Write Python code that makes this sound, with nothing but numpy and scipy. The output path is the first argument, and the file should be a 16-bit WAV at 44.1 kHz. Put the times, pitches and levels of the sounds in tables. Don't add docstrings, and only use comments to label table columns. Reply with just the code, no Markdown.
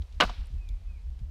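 import sys
import numpy as np
from scipy import signal
from scipy.fft import rfft, irfft, next_fast_len
from scipy.io import wavfile

SR = 44100
rng = np.random.default_rng(int(sys.argv[2]) if len(sys.argv) > 2 else 0)


def transcribe(u):
    v = np.clip(np.atleast_2d(u).T, -1, 1)
    q = np.round(v * 32767).astype(np.int16)
    wavfile.write(sys.argv[1], SR, q)


N = 57330
T = np.arange(N) / SR
HIT_T = np.arange(N // 6) / SR

# start in seconds, ring level in dB,
# crack level in dB, thud level in dB, low-pass cutoff in Hz.
CONTACT_EVENTS = [(0.202, -25.5, -17.5, -44.5, 7840), (0.2048, -28.5, -20, -38.5, 5500),
                  (0.2085, -20.5, -15, -34, 9080), (0.2160, -32, -23, -34.5, 6120),
                  (0.2225, -21.5, -19.5, -33.5, 3500), (0.2281, -46, -25.5, -30, 1800),
                  (0.2378, -29, -27, -50, 2753), (0.2490, -45.5, -31.5, -48, 1300),
                  (0.277, -50.5, -46.5, -55, 2500), (0.2932, -41.5, -44, -52, 1460),
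                  (0.2990, -75, -56, -50, 775)]
# frequency in Hz, level in dB, 60 dB decay time in seconds.
BRANCH_MODES = [(487, -7, .08), (611, -5, .085), (718, -6, .085), (1011, -7, .08), (1161, -3, .08),
                (1213, -6, .08), (1414, -7, .08), (1504, -7, .075), (1614, -6, .075), (2133, -11, .08),
                (2320, -9, .07), (2610, -8, .07), (2815, -7, .05), (2951, -6, .05)]
# frequency in Hz, level in dB, 60 dB decay time in seconds.
STUMP_MODES = [(176, 0.5, 0.063), (211.5, 3.5, 0.075), (255.5, -0.5, 0.09), (382, -5, 0.045)]
# frequency in Hz, level in dB, 60 dB decay time in seconds.
SPLIT_MODES = [(1400, -5.5, 0.012), (2864, 0.5, 0.019)]
# frequency in Hz, relative level in dB.
CRACK_SPECTRUM = [(100, -18), (300, -2.5), (700, 0.5), (1400, 7), (2000, -1.5), (2900, -3), (4100, -2),
                  (6000, -15.5), (10000, -25), (16000, -20.5)]
# frequency in Hz, relative level in dB.
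UNDERGROWTH_SPECTRUM = [(100, -1), (400, 5), (1200, -7), (2800, 1), (4200, 4), (6000, -4), (9000, -16),
                        (16000, -23)]
# frequency in Hz, relative level in dB.
TRUNK_SPECTRUM = [(100, -7), (300, -5), (700, -0.5), (1300, 0), (2000, -0.5), (3000, 2), (4300, -1),
                  (5400, -6.5), (6500, -17.5), (10000, -25.5), (16000, -34.5)]
# start in seconds, level in dB, centre in Hz, width in octaves, 60 dB decay time in seconds.
TICKS_AND_KNOCK = [(0.02, -51, 3440, 0.48, 0.033), (0.1238, -54.5, 3400, 0.64, 0.029),
                   (0.1443, -58.5, 3500, .5, 0.028), (0.2345, -39, 6000, .5, 0.016),
                   (.2372, -40, 5540, 0.3, .012), (.2935, -32.5, 1095, 0.16, 0.029),
                   (0.2953, -42, 3180, 0.58, 0.043), (.2985, -38.5, 690, 0.18, 0.06),
                   (0.4578, -49.5, 8900, 0.12, 0.0068), (0.4693, -52, 9300, 0.28, 0.0056),
                   (.5145, -61.5, 3001, .8, 0.029), (0.541, -62, 4500, .7, 0.025),
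                   (0.6893, -46.5, 5170, 0.69, 0.009), (0.6892, -51.5, 3540, 0.15, 0.018),
                   (0.7765, -67.5, 3690, .5, 0.014), (0.9105, -60.5, 1250, 0.24, 0.029),
                   (1.19, -63.5, 2800, 0.96, 0.07)]
# start in seconds, length in seconds, level in dB.
BIRD_WHISTLES = [(0.577, .16, -65), (0.858, .145, -67.5)]
# frequency in Hz, relative level in dB.
WIND_SPECTRUM = [(10, -16), (22, -11.5), (38, 4), (55, -0.5), (70, 1.5), (86, -12), (120, -25.5),
                 (200, -31.5), (320, -45), (700, -74)]
# time in seconds, relative level in dB.
WIND_GUSTS = [(0, 10.5), (.07, -13.5), (.17, -1.5), (.22, -2.5), (.28, 9.5), (.345, -10.5), (.4, 8.5),
              (.46, -8.5), (.55, 3.5), (.64, -4.5), (.71, 3.5), (.82, -7), (.94, -0.5), (.99, -6),
              (1.08, 1), (1.15, -4), (1.22, 2), (1.3, -2)]
# start in seconds, level in dB, frequency in Hz.
LOW_BUMPS = [(0.504, -35, 105), (0.539, -32, 110), (1.214, -30.5, 108.6)]
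# frequency in Hz, relative level in dB.
AIR_SPECTRUM = [(100, -4), (350, 2.5), (700, 1.5), (1400, -5.5), (2600, -5), (4500, -7.5), (7000, -14),
                (11000, -20.5), (16000, -29)]

CRACK_T60_S, SPLINTER_T60_S, SPLINTER_DB = 0.022, 0.089, -12
SPLIT_START_S, SPLIT_DB, EDGE_DB = 0.2088, -11, -20.5
PINNED_S, PINNED_T60_S = 0.245, 0.015
UNDERGROWTH_DB, UNDERGROWTH_T60_S = -24.5, 0.13
TRUNK_DB, TRUNK_T60_S, SCATTER_RISE_S = -26.5, 0.64, 0.049
BIRD_HZ, BIRD_SAG_HZ, BIRD_DROP_HZ = 2570, 80, 460
BIRD_ECHO_DB, BIRD_FADE_DB = -0.5, 3.5
WIND_DB, AIR_DB, AIR_SLOPE_DB_PER_S = -34.5, -65, -3


def hatchet_blow():
    out = delay(undb(SPLIT_DB) * ring(SPLIT_MODES), SPLIT_START_S)
    branch, stump = ring(BRANCH_MODES), ring(STUMP_MODES)
    for start, ring_db, crack_db, thud_db, cutoff_hz in CONTACT_EVENTS:
        crack = undb(crack_db) * fibre_crack()
        contact = lowpass(undb(ring_db) * branch + crack + undb(thud_db) * stump, cutoff_hz)
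        if start < PINNED_S:
            contact += undb(EDGE_DB) * crack
            time_pinned = np.maximum(start + HIT_T - PINNED_S, 0)
            contact *= fade(PINNED_T60_S, time_pinned)
        out += delay(contact, start)
    return out


def fibre_crack():
    envelope = fade(CRACK_T60_S) + undb(SPLINTER_DB) * fade(SPLINTER_T60_S)
    return noise(CRACK_SPECTRUM, len(HIT_T)) * envelope


def woods_echo(x):
    undergrowth = undb(UNDERGROWTH_DB) * scatter(x, UNDERGROWTH_SPECTRUM, UNDERGROWTH_T60_S)
    trunks = undb(TRUNK_DB) * scatter(x, TRUNK_SPECTRUM, TRUNK_T60_S)
    return undergrowth + trunks


def scatter(x, spectrum, t60):
    rise = 1 - np.exp(-T / SCATTER_RISE_S)
    energy_response = (rise * fade(t60, T)) ** 2
    energy = convolve(x ** 2, energy_response / energy_response.sum())
    return noise(spectrum) * np.sqrt(np.abs(energy))


def ticks_and_knock(rise_s=0.0004):
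    rise = 1 - np.exp(-HIT_T / rise_s)
    return sum(delay(undb(db) * band(hz, octaves) * rise * fade(t60), start)
               for start, db, hz, octaves, t60 in TICKS_AND_KNOCK)


def bird():
    whistles = np.zeros(N)
    for start, length, db in BIRD_WHISTLES:
        progress = np.clip((T - start) / length, 0, 1)
        hz = BIRD_HZ - BIRD_SAG_HZ * progress - BIRD_DROP_HZ * progress ** 2.6
        envelope = (4 * progress * (1 - progress)) ** 0.6 * undb(db - BIRD_FADE_DB * progress)
        whistles += envelope * np.sin(2 * np.pi * np.cumsum(hz) / SR)
    echo_response = unit(rng.standard_normal(N) * fade(TRUNK_T60_S, T)) / np.sqrt(N)
    return whistles + undb(BIRD_ECHO_DB) * convolve(whistles, echo_response)


def wind():
    gust_db = np.interp(T, *np.array(WIND_GUSTS).T)
    rumble = noise(WIND_SPECTRUM) * undb(WIND_DB + gust_db)
    bumps = sum(delay(undb(db) * fade(t60=0.078) * np.sin(2 * np.pi * hz * HIT_T), start)
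                for start, db, hz in LOW_BUMPS)
    return rumble + lowpass(bumps, hz=217)


def leaves():
    return noise(AIR_SPECTRUM) * undb(AIR_DB + AIR_SLOPE_DB_PER_S * T)


def ring(modes):
    return sum((-1) ** k * undb(db) * fade(t60) * np.sin(2 * np.pi * hz * HIT_T)
               for k, (hz, db, t60) in enumerate(modes))


def noise(spectrum, size=N):
    hz, db = np.array(spectrum, float).T
    return coloured(lambda f: undb(np.interp(np.log(f), np.log(hz), db)), size)


def band(hz, octaves):
    return coloured(lambda f: np.exp(-(np.log2(f / hz) / octaves) ** 2 / 2), len(HIT_T))


def coloured(gain_at, size):
    padded = next_fast_len(size)
    hz = np.maximum(np.fft.rfftfreq(padded, 1 / SR), 1)
    spectrum = rfft(rng.standard_normal(padded)) * gain_at(hz)
    return unit(irfft(spectrum, padded)[:size])


def undb(db):
    return 10 ** (np.asarray(db) / 20)


def unit(x):
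    return x / np.sqrt(np.mean(x ** 2))


def fade(t60, t=HIT_T):
    return np.exp(-np.log(1000) * t / t60)


def delay(x, start):
    return np.concatenate([np.zeros(int(start * SR)), x, np.zeros(N)])[:N]


def convolve(x, response):
    return signal.fftconvolve(x, response)[:N]


def lowpass(x, hz):
    return signal.sosfilt(signal.butter(2, hz, fs=SR, output="sos"), x)


def scene():
    wood = hatchet_blow() + ticks_and_knock()
    air = leaves()
    return (wood + woods_echo(wood) + bird() + wind() + air)[None]


def record(dry, cutoff_hz=15400):
    return signal.sosfilt(signal.ellip(8, 0.2, 70, cutoff_hz, fs=SR, output="sos"), dry)


dry = scene()
out = record(dry)
transcribe(out)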